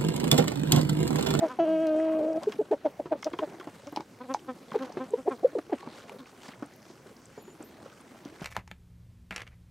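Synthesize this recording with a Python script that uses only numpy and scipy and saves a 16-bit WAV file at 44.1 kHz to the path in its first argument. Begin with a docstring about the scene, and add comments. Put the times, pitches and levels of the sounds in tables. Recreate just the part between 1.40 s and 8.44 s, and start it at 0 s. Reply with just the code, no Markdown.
"""A short nasal cluck, then one long hoarse call, then short clucks traded and dying down: hens in a plywood coop.
Voices are harmonic stacks; clucks sit under bell-shaped puffs. Low thuds and claw ticks are damped sines and noise.
Dry clicks and crackles are band noise, feathers and litter dense noise grains, faint high tones wavering sines,
the hush shaped noise. Feedback delays give voices, thuds and claws the coop's short echo."""
import sys
import numpy as np
from scipy import signal
from scipy.fft import rfft, irfft, next_fast_len
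from scipy.io import wavfile

SR = 44100
rng = np.random.default_rng(int(sys.argv[2]) if len(sys.argv) > 2 else 0)


def bounce(signal):
    """Save signal as a 16-bit WAV file at the path given by the first command-line argument."""
    frames = np.transpose(np.atleast_2d(signal))
    limited = np.clip(frames, -1, 1)
    pcm = np.round(limited * 32767).astype(np.int16)
    wavfile.write(sys.argv[1], SR, pcm)


N = 310331

# outdoor hush spectrum: (frequency [Hz], relative density [dB per Hz])
HUSH_SPECTRUM = [(15, -52), (30, -19), (123, -3), (256, -3), (700, -14), (2600, -24), (6600, -26),
                 (13000, -35.5), (17000, -37.5)]
HUSH_RMS_DB = -56.5
# left-right likeness of noise: (frequency [Hz], likeness [-1 to 1])
LIKENESS = [(40, 0.95), (250, .99), (1650, 0.81), (15000, 0.92)]

COOP_T60_S, WALL_CUT_HZ, COOP_DB = 0.073, 12000, -10
TOP_CUT_HZ = 16300

# faint wavering high tones: (start [s], length [s], start pitch [Hz], end pitch [Hz], mean level [dB])
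HIGH_TONES = [(6.008, .03, 10300, 12500, -64), (6.238, .06, 14000, 12400, -62),
              (5.965, .18, 6950, 7050, -65)]

# short dry clicks and crackles: (time [s], peak [dB], band centre [Hz])
CRACKLES = [(0.6, -34, 1750), (5.135, -41, 1962), (5.2285, -40, 1600), (2.992, -48, 2870),
            (4.622, -47, 3480), (4.695, -37.5, 2640), (4.858, -42.5, 2200), (0.9303, -46.5, 5300),
            (3.7055, -44, 7800), (4.0572, -51, 4030), (5.2604, -45.5, 9140), (5.3373, -47, 6000),
            (5.766, -47, 5270), (5.856, -41.5, 7050), (6.2264, -41, 7750), (6.6104, -48, 9180),
            (2.5232, -47, 13700), (5.3617, -49, 12700), ]
FAINT_PER_S, FAINT_MAX_DB, CRACKLE_T60_S = 8.9, -58, 0.015
CRACKLE_HALF_BAND = 0.15   # share of the band centre

# flock shifting about: (time [s], rustle level [dB], shuffle level [dB])
STIR = [(0, -54.5, -33.5), (.12, -51, -51.5), (.18, -60.5, -47.5), (.95, -59.5, -45.5), (1.1, -49, -46.5),
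        (1.2, -65.5, -56.5), (1.65, -66.5, -52), (2.05, -58.5, -51.5), (2.7, -63.5, -57), (3.28, -63, -56),
        (3.36, -52, -45.5), (3.6, -60.5, -49), (4.25, -62, -56.5), (4.45, -55.5, -48), (4.95, -61, -55),
        (5.07, -54.5, -49.5), (5.35, -63.5, -58.5), (6.9, -61.5, -53.5), (7.04, -47, -57)]
# feather and litter rustle: (frequency [Hz], relative density [dB per Hz])
RUSTLE_SPECTRUM = [(700, -5.5), (1200, -0.5), (2760, -8), (7300, -16), (14000, -30), (17000, -34)]
# shifting weight: (frequency [Hz], relative density [dB per Hz])
SHUFFLE_SPECTRUM = [(35, -61), (140, -8.5), (280, -2.5), (700, -9.5), (2500, -30), (3300, -27.5)]
SWISH_S, SWISH_HALF_S, SWISH_DB, SWISH_HZ = 5.058, 0.032, -56.5, (2200, 7200)

# low thuds and one low blunt cluck: (time [s], peak [dB], main ring [Hz])
THUDS = [(1.657, -28.5, 352), (1.934, -25, 338), (1.991, -26.5, 410), (2.074, -33.5, 387),
         (2.198, -36, 376), (2.271, -28.5, 293), (2.525, -30.5, 293), (2.572, -26.5, 319),
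         (2.598, -30, 314), (3.319, -32, 222), (3.57, -21.5, 370), (4.296, -32.5, 428), (4.472, -32.5, 271),
         (5.085, -35, 212), (5.224, -26, 292), (5.501, -40, 353), (5.66, -40.5, 380), (5.976, -33.5, 420),
         (6.078, -39, 380), (6.204, -34, 312), (6.459, -35, 530), (6.856, -31, 295), (7.016, -27, 174)]

# claws and beaks on wood: (time [s], snap onset [dB], knock before KNOCK_GAIN and band-pass [dB], wood struck)
TICKS = [(0.4697, -36.5, -47, "board"), (1.0335, -32.5, -34, "slat"), (1.122, -26, -30.5, "slat"),
         (1.3139, -44, -49, "board"), (1.826, -38, -23, "slat"), (1.8445, -29, -48, "slat"),
         (1.932, -44, -28, "slat"), (1.9885, -34.5, -21, "slat"), (2.199, -46, -34, "slat"),
         (2.209, -55, -35, "slat"), (2.272, -49, -51, "slat"), (2.471, -44, -35.5, "slat"),
         (2.5616, -28.5, -17.5, "board"), (2.5721, -50, -11, "board"), (2.6063, -40, -22.5, "board"),
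         (2.9399, -30.5, -26, "board"), (2.946, -47, -10, "board"), (3.315, -42, -32, "slat"),
         (3.425, -44, -35, "slat"), (3.5238, -45.5, -37, "board"), (4.186, -42, -50, "slat"),
         (4.4293, -48, -27.5, "board"), (4.4739, -62, -28.5, "board"), (4.695, -43, -32, "board"),
         (5.0833, -48, -31.5, "board"), (6.851, -44.5, -38, "board"), (7.01, -34, -42, "board")]
# wood: (tip skid [s], modes as (frequency [Hz], relative level [dB], t60 [s]))
WOODS = {"board": (.0001, [(760, -16, 0.026), (870, 3, 0.012), (975, -8, 0.01), (2230, -22.5, 0.025)]),
         "slat": (.006, [(1047, 1, 0.022), (1346, 3.5, 0.0092), (1750, -4, 0.0084), (2140, -3.5, 0.017),
         (3260, 2, 0.0071)])}
# hard-tip snap: (frequency [Hz], relative density [dB per Hz])
SNAP_SPECTRUM = [(900, -43), (1600, 2.5), (5600, 6.5), (8000, -12.5), (14000, -29), (17000, -13)]
KNOCK_GAIN = 0.64

VOICE_LEAN_HZ, VOICE_LEAN_LAG_S = (450, 850), .00028
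CALL_LEAN_DB, CLUCK_LEAN_DB = -21, -22.5

# long call contour: (time [s], pitch [Hz], fundamental rms [dB], hoarseness [0-1])
CALL = [(.187, 397, -30, 0.6), (.201, 327.4, -26, 0.03), (.235, 334.3, -27, 0.25), (.29, 316.7, -28.5, 0.2),
        (.334, 322, -27.5, 0.14), (.38, 315.5, -29.5, 0.16), (.435, 324.7, -29, 0.03),
        (.48, 312.5, -29, 0.2), (.56, 310.3, -29, 0.2), (.62, 321, -29.5, 0.1), (.77, 316, -30.5, 0.27),
        (.81, 312, -32, 0.67), (.91, 320.5, -32, 0.39), (.98, 324, -31, 0.42), (1.018, 332, -67, 0.05)]
# voice catches in the call: (time [s], fundamental drop [dB], pitch drop [Hz])
CATCHES = [(0.26, 6.5, 18.95), (0.809, 0.5, 6.3), (.94, 8, 5.2)]
# overtone colour of the call: (frequency [Hz], level [dB])
CALL_THROAT = [(900, -0.5), (1500, 0), (2000, -12), (2600, -7), (3250, -7.5), (3600, -23.5), (4450, -19),
               (5000, -28.5), (5900, -22.5), (6500, -27.5)]
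CATCH_HALF_S = 0.01374
SECOND_FOLLOWS = 0.63   # share of the fundamental's drop made by the second harmonic
SECOND_DB = 2.5         # over the fundamental
BURST_DB, BURST_HALF_S = 2.5, 0.013   # extra second harmonic as the call opens
FLUTTER_HZ, FLUTTER_DEPTH = 53, 0.51  # depth at full hoarseness
RASP_HZ, RASP_DB = (440, 590), -1.5   # noise under the second harmonic, at full hoarseness
OVERTONES_DB = -24               # re second harmonic, at the start
SIXTH_FADE_DB_PER_S = 8.5        # fade of harmonic 6; in proportion to order for the others

# clucks: (peak time [s], rise plus fall [ms], pitch at peak [Hz], glide [relative rate, + rises],
#          peak [dB], overtones re peak [dB], voice)
CLUCKS = [(0.036, 40.5, 329.8, -0.5, -18, -27, "nasal"), (.112, 59, 256, 0, -47, 7, "even"),
          (.324, 135, 192.6, -1, -41, -31, "hollow"), (0.729, 87, 1089, 1.3, -49, -24, "hollow"),
          (1.078, 16.7, 418, 0.5, -17.5, -46, "hollow"), (1.198, 19.4, 424, 2.5, -18, -32, "hollow"),
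          (1.214, 13, 317, -5.5, -29, -38, "even"), (1.318, 17.2, 414.7, 11, -16.5, -20.5, "hollow"),
          (1.331, 20.5, 313, -4.5, -19, -24, "nasal"), (1.459, 21.5, 319, -4, -17.5, -20, "nasal"),
          (1.6, 13.6, 310.6, -6.5, -25.5, -33, "nasal"), (1.725, 21.6, 323, -3, -19, -17.5, "nasal"),
          (1.755, 12, 300, -6, -34.5, -22, "even"), (1.869, 20.5, 311, -0.5, -22.5, -20.5, "nasal"),
          (2.031, 24, 312, -1.5, -23, -18, "nasal"), (2.476, 22.5, 284, 2.4, -39.5, -19, "even"),
          (2.815, 32, 252, 0.7, -42, -3, "even"), (2.849, 41, 270, -3.5, -47.5, -5, "even"),
          (2.909, 47.5, 266.6, 0.55, -32.5, -5.5, "even"), (3.096, 36, 262.6, -0.5, -33.5, -3.5, "even"),
          (3.347, 12.7, 406, -3, -31, -3.5, "nasal"), (3.358, 11.7, 457, -9.5, -18.5, -24, "hollow"),
          (3.422, 52, 264.2, -0.3, -32.5, -13.5, "even"), (3.616, 49, 257.5, 0.5, -33.5, -8, "even"),
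          (3.729, 45, 398, -2, -39, -34, "hollow"), (3.74, 11.1, 461, -1, -16, -26, "hollow"),
          (3.79, 36.5, 262, -0.2, -38, -15.5, "even"), (3.867, 21, 314, 8, -32, -26, "nasal"),
          (3.879, 11.3, 370, -5.5, -22.5, -18.5, "nasal"), (3.883, 12.6, 397, 3.5, -15, -40, "hollow"),
          (3.92, 38.6, 266.3, -2.5, -34.5, -2.5, "even"), (4.035, 11.8, 342, 19, -29.5, -37, "even"),
          (4.052, 15.6, 513, 5, -10, -66.5, "hollow"), (4.134, 8.3, 350, -1, -38.5, -31, "gruff"),
          (4.156, 14.8, 519, -19.5, -22, -34, "hollow"), (4.171, 14, 426, 10, -25, -31, "hollow"),
          (4.188, 14.3, 309, 6.5, -26.5, -11, "gruff"), (4.33, 17, 360, -11.5, -19, -17.5, "gruff"),
          (4.43, 120, 1127, 0.5, -53.5, -25, "hollow"), (4.803, 46, 268.7, -1.9, -43.5, -14, "hollow")]
# voice: (rising share [0-1], breath re peak [dB], harmonics 1-3 re peak [dB], their share of the overtones' dB,
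#         puff exponent, lag of upper harmonics [share of length])
VOICES = {"hollow": (.4, -35, [0, 1, -28], [0, 0.76, 0.7], 3.5, 0.05), "nasal": (.41, -17.5, [-7, 0, -10],
          [0, 0, 0.35], 1.9, 0.16), "even": (.36, -29, [0, -0.14, -4.5], [0, 0, 0.52], 2.05, -0.063),
          "gruff": (0.44, -16, [0, -3.5, -20], [0, 0.1, 0.31], 1.57, 0.14)}
# voice: pitch jitter [share of pitch]
JITTER = {"hollow": .015, "nasal": .016, "even": .011, "gruff": .08}
# voice: strong-weak cycle depth at full breath [0-1]
SPLIT = {"hollow": 0, "nasal": .36, "even": .06, "gruff": .5}
# overtone colour of a cluck: (frequency [Hz], level [dB])
CLUCK_THROAT = [(1050, 2.5), (1310, -3.5), (1600, -8.5), (1830, -14), (2100, -23.5), (2380, -17),
                (2900, -26), (3430, -22.5), (3900, -32.5), (5000, -46)]
ABRUPT_GLIDE = 34.37   # a downward glide this fast halves the rise time
PITCH_SAG = 0.0412     # share of pitch lost where the puff is weak


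def from_db(db):
    """Decibels to gain."""
    return 10 ** (np.asarray(db) / 20)


def rms_one(x):
    """Scale to rms 1."""
    return x / np.sqrt(np.mean(x ** 2) + 1e-20)


def band_pass(x, low_hz, high_hz):
    """Second-order Butterworth band-pass."""
    return signal.sosfilt(signal.butter(2, [low_hz, high_hz], "band", fs=SR, output="sos"), x)


def over_span(rows):
    """Sample slice of a time table and its other columns read at every sample."""
    s, *columns = np.transpose(rows)
    span = slice(round(s[0] * SR), min(round(s[-1] * SR), N))
    t = np.arange(N)[span] / SR
    return span, [np.interp(t, s, column) for column in columns]


def at_hz(points, hz):
    """Spectrum read on a log-frequency axis."""
    points_hz, points_db = np.array(points).T
    return np.interp(np.log(hz), np.log(points_hz), points_db)


def drift(rate_hz, size=N):
    """Slow chance of spread 1: noise through a double one-pole low-pass, every 20 samples."""
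    r = np.exp(-40 * np.pi * rate_hz / SR)
    noise = rng.standard_normal(size // 20 + 2002)
    slow = signal.lfilter([1], [1, -2 * r, r * r], noise)[2000:]   # settled part
    return np.interp(np.arange(size) / 20, np.arange(len(slow)), rms_one(slow))


def ring(clicks, hz, t60_s):
    """Two-pole resonator: a unit click starts a decaying sine of height 1."""
    r, w = from_db(-60 / (t60_s * SR)), 2 * np.pi * hz / SR
    return signal.lfilter([0, np.sin(w)], [1, -2 * r * np.cos(w), r * r], clicks + 1e-18)


def coloured(sources, spectrum, patchy_db):
    """Half-octave bands dealt in turn from two mid-side sources, each with own level, flicker and likeness."""
    out, edges_hz = 0, 25 * 2 ** np.arange(0, 9.6, .5)
    for k, (low_hz, high_hz) in enumerate(zip(edges_hz, edges_hz[1:])):
        hz = np.sqrt(low_hz * high_hz)
        if spectrum[0][0] < hz < spectrum[-1][0]:
            mid, side = band_pass(sources[k % 2], low_hz, high_hz)
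            alike = np.clip(at_hz(LIKENESS, hz), -1, 1)
            gain = from_db(at_hz(spectrum, hz) + patchy_db * drift(7.0))
            stereo = np.sqrt(1 + alike) * mid + np.sqrt(1 - alike) * side * [[1], [-1]]
            out = out + gain * stereo
    return rms_one(out)


def grains(per_s, spread_db, decay_s):
    """Uneven little contacts at random moments, each a puff of noise that dies away."""
    born = rng.random((2, 1, N)) < per_s * from_db(2.2 * drift(15)) / SR
    sizes = born * from_db(spread_db * np.minimum(rng.exponential(1, (2, 1, N)), 4))
    puffs = signal.lfilter([1], [1, -np.exp(-1 / (decay_s * SR))], sizes + 1e-18)
    return puffs * rng.standard_normal((2, 2, N))


def hush():
    """Steady shaped noise, mostly low, with slowly flickering bands."""
    noise = rng.standard_normal((2, 2, N))
    return from_db(HUSH_RMS_DB) * coloured(noise, HUSH_SPECTRUM, patchy_db=2.5)


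def coop(x):
    """Six short feedback delays a side, duller on every round, evaluated as one frequency response."""
    size = next_fast_len(N + SR)
    w = 2 * np.pi * np.fft.rfftfreq(size)   # radians per sample
    wall = 1 / (1 + 1j * w * SR / (2 * np.pi * WALL_CUT_HZ))
    response = np.zeros((2, len(w)), complex)
    lags_s = [.0071, .0083, .0097, .0109, .0127, .0139, .0151, .0173, .0191, .0211, .0233, .0257]
    for k, lag_s in enumerate(lags_s):
        loop = from_db(-60 * lag_s / COOP_T60_S) * wall * np.exp(-1j * w * lag_s * SR)
        response[k % 2] += (-1) ** (k // 2) * loop / (1 - loop)
    shared = response.mean(axis=0)   # the close-set microphones hear much the same walls
    stereo = shared + 0.059 * (response - shared)
    return irfft(rfft(x, size) * stereo, size)[:, :N]


def high_tones():
    """Faint high tones: gliding sines with wavering pitch and level."""
    out = np.zeros(N)
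    for s, length_s, from_hz, to_hz, level_db in HIGH_TONES:
        span, (hz, db) = over_span([(s, from_hz, level_db), (s + length_s, to_hz, level_db)])
        size = len(hz)
        phase = 2 * np.pi * np.cumsum(hz * (1 + 0.014 * drift(300, size))) / SR
        gain = from_db(db + 3.4 * drift(37, size))
        out[span] += gain * np.sin(phase) * signal.windows.tukey(size, .2)
    return out


def crackles():
    """Short dry clicks: tiny bursts of noise, each around its own pitch; faint ones come at random."""
    chance = rng.random((round(FAINT_PER_S * N / SR), 3))
    faint_s, faint_db = chance[:, 0] * N / SR, FAINT_MAX_DB - 10 * chance[:, 1]
    faint_hz = 3000 * 5 ** chance[:, 2]
    out, t = np.zeros(N + SR), np.arange(SR // 50) / SR
    for s, db, hz in np.r_[CRACKLES, np.c_[faint_s, faint_db, faint_hz]]:
        noise = rng.standard_normal(len(t)) * from_db(-60 * t / CRACKLE_T60_S)
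        burst = band_pass(noise, hz * (1 - CRACKLE_HALF_BAND), hz * (1 + CRACKLE_HALF_BAND))
        out[round(s * SR):][:len(t)] += from_db(db) * burst / np.abs(burst).max()
    return out[:N]


def wing_swish():
    """A wing brushes the air: one flat-topped puff of band noise."""
    air = rms_one(band_pass(rng.standard_normal(N), *SWISH_HZ))
    return from_db(SWISH_DB) * air * np.exp(-((np.arange(N) / SR - SWISH_S) / SWISH_HALF_S) ** 4)


def stirring():
    """Feathers and litter rustle in the treble; shifting weight creaks and bumps below."""
    _, (rustle_db, shuffle_db) = over_span(STIR)
    rustle = coloured(grains(400, spread_db=4.0, decay_s=.002), RUSTLE_SPECTRUM, patchy_db=2.2)
    shuffle = coloured(grains(350, spread_db=2.0, decay_s=0.0044), SHUFFLE_SPECTRUM, patchy_db=3.5)
    return from_db(rustle_db) * rustle + from_db(shuffle_db) * shuffle


def thuds():
    """Low blunt sounds: a softly starting damped sine with a short dull noise rattle."""
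    out, t = np.zeros(N + SR), np.arange(SR // 8) / SR
    for s, db, hz in THUDS:
        rattle = rms_one(band_pass(rng.standard_normal(len(t)), 140, 900))
        tone = np.sin(2 * np.pi * hz * t) * np.exp(-t / 0.0074)
        blow = tone + 0.29 * rattle * np.exp(-t / 0.012)
        blow = blow * (1 - np.exp(-t / 0.001))   # soft onset
        out[round(s * SR):][:len(t)] += from_db(db) * blow / np.abs(blow).max()
    return out[:N]


def tip_snaps():
    """A hard tip gives a bright noise snap: fast decay, weaker slow tail, random left-right lean."""
    t, bursts = np.arange(SR // 20) / SR, np.zeros((2, N + SR))
    shape = np.exp(-t / .0008) + .3 * np.exp(-t / .008)
    for s, snap_db, *_ in TICKS:
        i, lean_db = round(s * SR), rng.normal(0, 3.3)
        side_db = snap_db + lean_db * np.array([[.5], [-.5]])
        bursts[:, i:i + len(t)] += from_db(side_db) * shape / shape[0]
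    return bursts[:, :N] * coloured(rng.standard_normal((2, 2, N)), SNAP_SPECTRUM, patchy_db=5.0)


def wood_knocks():
    """Tips set the modes of the wood ringing, cleanly or by six touches spread over a skid."""
    at = np.array([round(row[0] * SR) for row in TICKS])
    knock_db = np.array([row[2] for row in TICKS])
    knock = np.zeros(N + SR)
    for wood, (skid_s, modes) in WOODS.items():
        hit = np.array([row[3] == wood for row in TICKS])
        late = (rng.random((hit.sum(), 6)) * skid_s * SR).astype(int)
        signs = np.where(rng.random(late.shape) < skid_s / .01, -1, 1)
        touches = signs / 6 ** (1 - min(skid_s / .01, .5))   # long skids add up as power
        for k, (hz, level_db, t60_s) in enumerate(modes):
            clicks = np.zeros(N + SR)
            hit_db = knock_db[hit] + level_db + rng.normal(0, 1.2, hit.sum())
            np.add.at(clicks, at[hit, None] + late, touches * from_db(hit_db)[:, None])
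            knock += (-1) ** k * ring(clicks, hz, t60_s)
    # a short contact on thin wood: rounded, without bass
    return KNOCK_GAIN * band_pass(knock[:N], 600, 2600)


def leaning(x, db):
    """The second-harmonic band differs a little between sides: stronger left, slightly out of step."""
    side = signal.sosfiltfilt(signal.butter(2, VOICE_LEAN_HZ, "band", fs=SR, output="sos"), x)
    late = np.interp(np.arange(N) - VOICE_LEAN_LAG_S * SR, np.arange(N), from_db(db) * side)
    return x + late * [[1], [-1]]


def long_call():
    """Two strong harmonics from a closed beak and faint overtones; hoarseness wavers, splits and rasps them."""
    out = np.zeros(N)
    span, (hz, level_db, hoarse) = over_span(CALL)
    size, hoarse = len(hz), np.clip(hoarse, 0, 1)
    t = np.arange(N)[span] / SR

    s, drop_db, drop_hz = np.transpose(CATCHES)
    catch = np.exp(-((t[:, None] - s) / CATCH_HALF_S) ** 2)
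    hz = hz - catch @ drop_hz
    first_db = level_db - catch @ drop_db
    burst_db = BURST_DB * np.exp(-((t - CALL[1][0]) / BURST_HALF_S) ** 2)
    second_db = level_db + SECOND_DB - SECOND_FOLLOWS * catch @ drop_db + burst_db

    jitter = (0.0026 + 0.044 * hoarse ** 2) * drift(53, size)
    phase = 2 * np.pi * np.cumsum(hz * (1 + jitter)) / SR
    # strong-weak cycles: half-pitch lines
    uneven = 1 + 0.4 * hoarse ** 2 * drift(32, size) * np.cos(phase / 2 + drift(37, size))
    flutter = 1 + FLUTTER_DEPTH * hoarse * np.cos(2 * np.pi * FLUTTER_HZ * t)
    rasp = from_db(RASP_DB) * hoarse ** 2 * rms_one(band_pass(rng.standard_normal(size), *RASP_HZ))
    first = from_db(first_db) * np.cos(phase)
    second = from_db(second_db) * flutter * (uneven * np.cos(2 * phase + 1.2) + rasp)
    voice = first + second

    fade_db = SIXTH_FADE_DB_PER_S * (t - t[0])
    for order in range(3, 21):
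        waver_db = 2 * drift(27, size) + 1.0 * drift(3.9, size)
        order_db = second_db + OVERTONES_DB - fade_db * order / 6 + at_hz(CALL_THROAT, order * hz)
        order_db = order_db + waver_db - 9 * hoarse
        voice += from_db(order_db) * np.sin(order * phase + rng.uniform(0, 2 * np.pi))
    out[span] = np.sqrt(2) * voice * signal.windows.tukey(size, .01)   # rms levels to sine peaks
    return out


def clucks():
    """Each cluck is a gliding harmonic stack under a bell-shaped puff of air; fast glides have ragged overtones."""
    out, orders = np.zeros(N), np.arange(1, 19)[:, None]
    for s, length_ms, hz, glide, peak_db, overtones_db, voice in CLUCKS:
        rising, breath_db, harmonics_db, follows, square, lag = VOICES[voice]
        rising = rising / (1 + max(-glide, 0) / ABRUPT_GLIDE)
        rise_ms, fall_ms = rising * length_ms, (1 - rising) * length_ms
        # from three rise times before the peak to four fall times after
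        at = np.arange(max(round((s - rise_ms * .003) * SR), 0), round((s + fall_ms * .004) * SR))
        t = at / SR - s
        size = len(t)

        def bell(ms):
            """Puff strength around its peak."""
            return np.exp(-np.abs(ms / np.where(ms < 0, rise_ms, fall_ms)) ** square)

        puff, upper_puff = bell(1000 * t), bell(1000 * t - lag * length_ms)

        # steep through the peak, levelling off at both ends
        bend = np.where(t < 0, 0.461 * np.tanh(glide * t / 0.2485), 0.29 * np.tanh(glide * t / 0.18))
        pitch = hz * (1 + bend - PITCH_SAG * (1 - puff) + JITTER[voice] * drift(61.3, size))
        phase = 2 * np.pi * np.cumsum(pitch) / SR

        stack_db = peak_db + overtones_db + at_hz(CLUCK_THROAT, orders * hz) + rng.normal(0, 1.5, orders.shape)
        stack_db[:3, 0] = peak_db + np.array(harmonics_db) + overtones_db * np.array(follows)
        stack = from_db(stack_db) * np.cos(orders * phase + .4 * orders ** 2)

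        ragged = np.clip(abs(glide) / 9, .05, .7)
        # overtones take the delayed puff twice: they need the most air
        overtones = stack[3:].sum(axis=0) * upper_puff ** 0.98 * (1 - ragged + ragged * drift(300, size))
        breath = band_pass(rng.standard_normal(size), 250, 1600) * from_db(peak_db + breath_db + 2 * ragged)
        shimmer = np.array([from_db(1.2 * ragged * drift(70, size)) for _ in range(3)])
        first, second, third = shimmer * stack[:3]
        # strong-weak cycles
        half_pitch = np.cos(phase / 2 + rng.uniform(0, 2 * np.pi))
        split = 1 + SPLIT[voice] * puff * (1 + .5 * drift(40, size)) * half_pitch
        out[at] += puff * (first + split * second + breath * (1 + np.cos(phase)))
        out[at] += upper_puff * split * (third + overtones)
    return out


def scene():
    """Birds and wood in the coop, over the hush."""
    background = hush() + high_tones() + crackles() + wing_swish() + stirring()
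    near = thuds() + tip_snaps() + wood_knocks()
    near = near + leaning(long_call(), CALL_LEAN_DB) + leaning(clucks(), CLUCK_LEAN_DB)
    # small bodies radiate no deep bass
    near = signal.sosfilt(signal.butter(2, 110, "high", fs=SR, output="sos"), near)
    return background + near + from_db(COOP_DB) * coop(near.mean(axis=0))


def record(dry):
    """The microphone drops the deep bass and the top is cut steeply."""
    bass_cut = signal.sosfilt(signal.butter(1, 35, "high", fs=SR, output="sos"), dry)
    return signal.sosfilt(signal.cheby2(14, 50, TOP_CUT_HZ, fs=SR, output="sos"), bass_cut)


dry = scene()
out = record(dry)
bounce(out)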